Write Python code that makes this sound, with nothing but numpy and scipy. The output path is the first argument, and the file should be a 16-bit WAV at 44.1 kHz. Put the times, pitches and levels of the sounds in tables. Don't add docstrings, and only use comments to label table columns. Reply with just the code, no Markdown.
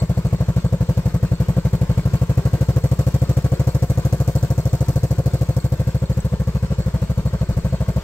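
import sys
import numpy as np
from scipy import signal
from scipy.fft import rfft, irfft, next_fast_len
from scipy.io import wavfile
from scipy.ndimage import uniform_filter1d, map_coordinates

SR = 44100
rng = np.random.default_rng(int(sys.argv[2]) if len(sys.argv) > 2 else 0)


def gain_from_decibels(decibels):
    exponent = np.asarray(decibels, float) / 20
    return 10 ** exponent


def master(y):
    cut = np.clip(np.atleast_2d(y).T, -1, 1)
    pcm = np.round(cut * 32767)
    wavfile.write(sys.argv[1], SR, pcm.astype(np.int16))


N = 354123


def unit(x):
    return x / np.sqrt(np.mean(x ** 2) + 1e-20)


def along(points, hz):
    point_hz, value = np.transpose(points)
    return np.interp(np.log(hz + 1), np.log(point_hz + 1), value)


def filtered(x, response):
    size = next_fast_len(N + SR // 2)
    spectrum = rfft(x, size) * response(np.fft.rfftfreq(size, 1 / SR))
    return irfft(spectrum, size)[..., :N]


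def impulses(seconds, sizes):
    at = np.asarray(seconds) * SR
    whole = at.astype(int)
    part = at - whole
    shares = np.r_[sizes * (1 - part), sizes * part]
    return np.bincount(np.r_[whole, whole + 1], shares, N + SR)[:N]


# pitch_hz, share of power 0-1
COMMON_NOISE = [(100, 0.98), (600, 0.66), (1400, 0.69), (3000, 0.057), (15000, 0.067)]


def rush(spectrum):
    common, left, right = rng.standard_normal((3, N))
    share = lambda hz: np.clip(along(COMMON_NOISE, hz), 0, 1)
    colour = lambda hz: gain_from_decibels(along(spectrum, hz))
    same = filtered(common, lambda hz: colour(hz) * np.sqrt(share(hz)))
    own = filtered(np.array([left, right]), lambda hz: colour(hz) * np.sqrt(1 - share(hz)))
    return unit(same + own)


def wobble(rate):
    knots = rng.standard_normal(int(N * rate / SR) + 4)
    return map_coordinates(knots, [np.arange(N) * rate / SR])


def banded(x, depth_db):
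    width_hz, life_s = 60, .12
    hz, t, z = signal.stft(x, SR, nperseg=2048)
    field = rng.standard_normal(z.shape[1:])
    field = uniform_filter1d(field, round(width_hz / hz[1]), 0)
    field = uniform_filter1d(field, round(life_s / t[1]), 1)
    return unit(signal.istft(z * gain_from_decibels(depth_db * unit(field)), SR, nperseg=2048)[1][:, :N])


def ring(times, sizes_db, modes, scatter_db, rise_s, unlike):
    t, out = np.arange(SR // 8) / SR, np.zeros((2, N))
    chance = rng.standard_normal((len(times), len(modes)))
    shift = unlike * rng.standard_normal(len(modes))
    for k, (hz, db, t60) in enumerate(modes):
        blows = impulses(times, gain_from_decibels(sizes_db + db + scatter_db * chance[:, k]))
        envelope = gain_from_decibels(-60 * t / t60) * (1 - np.exp(-t / rise_s))
        mode = envelope * np.sin(2 * np.pi * hz * t + [[0], [shift[k]]])
        out += signal.oaconvolve(blows[None], mode, axes=1)[:, :N]
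    return out


# time_s, nearness_db, line of sight into the tail_db, top pipe modes past the fender_db
PHONE_MOVES = [(0, -.5, -2.5, 5), (.6, 0.5, -3, 2.3), (1.1, 0.44, -1.5, 0.3), (2, 1.08, -1, 1),
               (2.7, 1.5, 2, -1), (3.3, 1, 2, -1), (4.1, 0.5, 3, 2), (4.9, 0.2, 3, 1), (5.7, -0.2, 0, -0.5),
               (6.1, 0, -1.5, -3.5), (6.7, 0, -5, -8), (7.1, 0.1, -3.5, 1), (8.03, .7, -3, 6)]


def phone(seconds):
    s, *columns = np.transpose(PHONE_MOVES)
    return [np.interp(seconds, s, column) for column in columns]


# time_s, crank_turns_per_minute
IDLE_SPEED = [(0.0, 1569.8), (0.25, 1555.3), (1.34, 1365.8), (1.4, 1440.3), (2.06, 1498.3), (2.53, 1513.3),
              (2.53, 1564.4), (3.45, 1597.6), (3.46, 1577.6), (4.47, 1591.9), (4.88, 1567.5), (4.9, 1615.0),
              (5.67, 1542.1), (5.78, 1599.4), (6.43, 1595.6), (6.61, 1535.0), (7.4, 1526.7), (8.03, 1525.5)]
# start_s, level_db, weakness 0-1
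WEAK_POPS = [
    (0.739, -8, 0.18),
    (1.579, -9.5, 0.74),
    (3.532, -18, 0.56),
    (5.196, -16, 0.26),
    (6.034, -35, 0.75),
    (6.334, -7.5, 0.95),
    (6.718, -8.5, 0.52),
    (7.344, -32, 0.4),
    (7.738, -36, 0.52),
]


def strokes():
    first_s, early_s, next_late_s = .0181, .00166, .00095
    t = np.arange(N) / SR
    cycles = np.cumsum(np.interp(t, *np.transpose(IDLE_SPEED))) / (120 * SR)
    cycles -= np.interp(first_s, t, cycles)
    s = np.interp(np.arange(int(cycles[-1]) + 1), cycles, t)
    pop_s, _, weakness = np.transpose(WEAK_POPS)
    weak = np.zeros(len(s))
    weak[np.searchsorted(s, pop_s) - 1] = weakness
    times = s - early_s * weak + next_late_s * np.roll(weak, 1)
    return times, 1000 * np.gradient(s), weak


def crank(lead_s):
    s = strokes()[0] - lead_s
    s = np.r_[2 * s[0] - s[1], s, 2 * s[-1] - s[-2]]
    return s, np.interp(np.arange(N) / SR, s, np.arange(len(s)))


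# pitch_hz, level_db per Hz
AIR_COLOUR = [(15, -24), (30, 0), (40, 6), (55, -10), (90, -70.5)]


def breeze():
    return gain_from_decibels(-30 + 2.5 * wobble(1.04)) * rush(AIR_COLOUR)


# pitch_hz, level_db per Hz
CASE_COLOUR = [(30, -6), (139, -6.5), (201, -12), (248, -23.5), (368, -16), (519, -17), (792, -29),
               (904, -23), (2670, -33.5), (7470, -39), (12200, -47), (16500, -74)]


def case_rumble(near_db):
    drone = banded(rush(CASE_COLOUR), depth_db=3.1)
    return gain_from_decibels(-34 + 1.2 * near_db + 1.25 * wobble(30)) * drone


# start_s, peak_db
LOOSE_KNOCKS = [
    (6.203, -27),
]
# pitch_hz, level_db, t60_s
LOOSE_RING = [(6175, -8, .03), (7970, 0, .03), (8120, -3, .02)]


def loose_part():
    return ring(*np.transpose(LOOSE_KNOCKS), LOOSE_RING, scatter_db=-0.5, rise_s=0.0012, unlike=0.46)


# share of cycle 0-1, level_db
GEAR_TICKS = [(0.028, -3.5), (0.098, 2), (.24, 4), (.36, -4), (.46, 5), (.56, -3), (0.779, -1), (.9, -3)]
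# pitch_hz, level_db, t60_s
ROCKER_RING = [(3700, -5, .05), (4330, -3, .07), (4420, 1.5, .08), (7340, -1.5, .07), (8050, -.5, .055)]
# pitch_hz, level_db, t60_s
COVER_RING = [(455, 2, .12), (915, 0, .05), (1085, 0, .045), (1360, -5, .05), (1540, -6, .05),
              (2250, -10, .06)]


def valve_gear(modes):
    starts = crank(.002)[0]
    share, db = np.transpose(GEAR_TICKS)
    chance = rng.standard_normal((len(starts) - 1, len(GEAR_TICKS), 2))
    times = starts[:-1, None] + np.diff(starts)[:, None] * (share + .03 * chance[..., 0])
    times = np.clip(times, 0, N / SR).ravel()
    sizes_db = (db + 3.3 * chance[..., 1]).ravel()
    return unit(ring(times, sizes_db, modes, scatter_db=2.5, rise_s=.0012, unlike=.6))


# pitch_hz, level_db, t60_s
CAP_RING = [(5900, -1, .007), (6900, 0, .006)]


def tail_cap():
    s = strokes()[0]
    return unit(ring(s, 0 * s, CAP_RING, scatter_db=-0.5, rise_s=0.00057, unlike=1.3))


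# share of cycle 0-1, level_db
TAIL_OUTFLOW = [(0, -13), (.006, 0.5), (.04, 0.5), (.18, -0.5), (.21, -5.5), (.32, -3.5), (.5, -13),
                (.58, -12), (.8, -9), (.97, -20)]
# pitch_hz, level_db per Hz
JET_COLOUR = [(1500, -27), (3000, -12.5), (4500, 3), (6000, 5.5), (8000, 5), (12000, 7.5), (16500, 0)]


def jet():
    turns = crank(0.00093)[1]
    share, db = np.transpose(TAIL_OUTFLOW)
    s, _, weak = strokes()
    each_db = -40 + phone(s)[1] - 7 * weak + .8 * rng.standard_normal(len(s))
    stroke_db = np.pad(each_db, (1, 2), "edge")[turns.astype(int)]
    hiss = banded(rush(JET_COLOUR), depth_db=2.2)
    return gain_from_decibels(np.interp(turns % 1, share, db) + stroke_db + 1.5 * wobble(250)) * hiss


GURGLE_GROWS = 1.6
# delay_s, level_db
PRESSURE_FRONTS = [(.0065, -36.5), (.0145, -38.5), (.0215, -36.5)]
# pitch_hz, level_db, t60_s
BARK_RING = [(918, 0, .042), (1083, 1.5, 0.043), (1360, -2.5, 0.032), (1551, -3, .03), (2100, -9, 0.022)]


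def bark():
    s = strokes()[0]
    delay_s, db = np.transpose(PRESSURE_FRONTS)
    sizes_db = db + GURGLE_GROWS * phone(s)[0][:, None]
    times = np.clip(s[:, None] + delay_s, 0, N / SR).ravel()
    return ring(times, sizes_db.ravel(), BARK_RING, scatter_db=2.2, rise_s=.0015, unlike=.5)


# pitch_hz, level_db per Hz
GURGLE_COLOUR = [(60, -10), (170, -3.5), (260, -25), (520, -9), (780, -17), (1100, -18), (1600, -22),
                 (2600, -26), (5000, -35.5)]


def gurgle(pressure):
    swing = uniform_filter1d(np.abs(pressure), 130)
    return unit((0.047 + swing) * gain_from_decibels(0.86 * wobble(40)) * rush(GURGLE_COLOUR))


# pitch_hz, level_db, t60_s
SILENCER_RING = [(164, -8.5, 0.023), (323, -9, 0.03), (423, -9.5, 0.045), (537, -0.5, 0.038),
                 (600, -12.5, 0.047)]


def silencer_pops():
    pop_s, pop_db, _ = np.transpose(WEAK_POPS)
    return ring(pop_s, pop_db, SILENCER_RING, scatter_db=1.5, rise_s=0.0055, unlike=0)


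# time_s, place 0 above the rear, 1 low at the axle, 2 standing back
PHONE_PLACE = [
    (1.9, 0),
    (2.6, 1),
    (5.6, 1),
    (6.4, 2),
]
# pitch_hz, width_hz, signed blowdown drive, signed piston puff drive
PIPE_FROM_ABOVE = [(54, 20, 23.8, -6.35), (99, 118, -21.1, 5.67), (171, 39, 24.7, -16.46),
                   (189, 32, -19.9, 3.71), (213, 33, 20.0, 2.6), (304, 14, 4.2, 0.71),
                   (350, 38, 6.3, -0.11), (392, 41, -0.5, -1.0), (498, 36, -30.6, 0.49),
                   (535, 80, 13.5, -0.72), (615, 58, 3.6, 0.85), (695, 26, -18.8, -0.34),
                   (889, 14, -5.8, 0.23)]
PIPE_FROM_LOW = [(59, 21, 17.6, -7.41), (104, 97, -24.0, 6.91), (168, 44, 20.1, -10.88),
                 (183, 19, -14.2, 3.18), (221, 38, 5.6, 0.14), (294, 22, -2.1, 0.36),
                 (330, 14, 14.7, -1.23), (421, 90, 0.1, -1.25), (505, 31, -30.4, 1.19),
                 (547, 40, 24.2, -1.49), (644, 40, 5.6, 1.04), (709, 25, -21.0, -0.97),
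                 (907, 14, -8.5, 0.16)]
PIPE_FROM_BACK = [(56, 19, 19.2, -10.14), (91, 71, -20.0, 6.81), (153, 38, 11.1, 4.38),
                  (173, 66, -6.6, -8.91), (217, 72, 9.6, 2.47), (343, 156, -6.2, -0.28),
                  (343, 75, 7.4, 0.56), (440, 18, 6.2, -0.47), (514, 45, -20.4, 0.53),
                  (547, 33, 25.5, -1.72), (634, 41, 7.5, 0.83), (682, 32, -10.4, -0.75),
                  (904, 14, -5.9, 0.46)]


def exhaust():
    s, cycle_ms, weak = strokes()
    place = np.interp(s, *np.transpose(PHONE_PLACE))
    near_db, _, fender_db = phone(s)
    chance = rng.standard_normal((len(s), 4)).T
    blow_db = near_db - 2.5 * weak + 0.067 * chance[0]
    lag_ms = 12.776 + 0.029 * (cycle_ms - 75) + 0.14 * (place > 1) - 0.44 * weak + .08 * chance[1]
    piston_db = blow_db + 5 * weak + 0.25 * chance[2]
    upper_db = 0.23 + 2.5 * weak + .5 * chance[3]
    f, out = np.fft.rfftfreq(2 ** 14, 1 / SR), np.zeros(N)
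    puffs = ((s, blow_db, .0012), (s + lag_ms / 1000, piston_db, .00025))
    for k, (times, size_db, rise_s) in enumerate(puffs):
        puff = 1 / (1 + 2j * np.pi * f * rise_s) ** 2
        for here, modes in enumerate((PIPE_FROM_ABOVE, PIPE_FROM_LOW, PIPE_FROM_BACK)):
            weight = 10 * np.clip(1 - np.abs(place - here), 0, 1)
            parts = ((modes[:5], 0), (modes[5:10], upper_db), (modes[10:], upper_db + fender_db))
            for part, part_db in parts:
                pipe = sum(m[2 + k] * 1j * f * m[1] / (m[0] ** 2 - f * f + 1j * f * m[1]) for m in part)
                blows = impulses(times, weight * gain_from_decibels(size_db + part_db))
                out += signal.oaconvolve(blows, irfft(pipe * puff)[:SR // 8])[:N]
    return out


def scene():
    near_db, sight_db, _ = phone(np.arange(N) / SR)
    gurgle_db = -40.5 + GURGLE_GROWS * near_db
    putter = exhaust() + silencer_pops()
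    gas = jet() + bark() + gain_from_decibels(gurgle_db) * gurgle(putter[0])
    cap = gain_from_decibels(-66.5 + 4.3 * sight_db) * tail_cap()
    rockers = gain_from_decibels(-52 + .3 * sight_db) * valve_gear(ROCKER_RING)
    covers = gain_from_decibels(gurgle_db - 13) * valve_gear(COVER_RING)
    steel = cap + rockers + covers + loose_part()
    return breeze() + case_rumble(near_db) + steel + gas + putter


def low_pass(x):
    return signal.sosfilt(signal.butter(12, 16970, fs=SR, output="sos"), x)


# pitch_hz, level_db
MIC_COLOUR = [(8300, 0), (9080, -6), (9640, -19), (10400, -10), (12200, -1), (13800, -5), (15100, -4),
              (15750, -5), (15900, -52), (16900, -60)]
# pitch_hz, left over right_db
PORT_DIFFERENCE = [(60, 1), (330, 1), (1790, 2), (4190, -0.5), (6410, -1.5), (8500, 4), (10500, 9.5),
                   (12000, -2.5), (13200, 7.5), (16000, 13)]


def record(dry):
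    lead_s = 4.5 / 44100
    side = np.array([[.5], [-.5]])
    cut = lambda hz: np.maximum(1 / (1 + (65 / (hz + 1)) ** 4), .16)
    colour = lambda hz: gain_from_decibels(along(MIC_COLOUR, hz) + side * along(PORT_DIFFERENCE, hz))
    ports = lambda hz: cut(hz) * colour(hz) * np.exp(2j * np.pi * hz * side * lead_s)
    return low_pass(filtered(dry, ports))


dry = scene()
out = record(dry)
master(out)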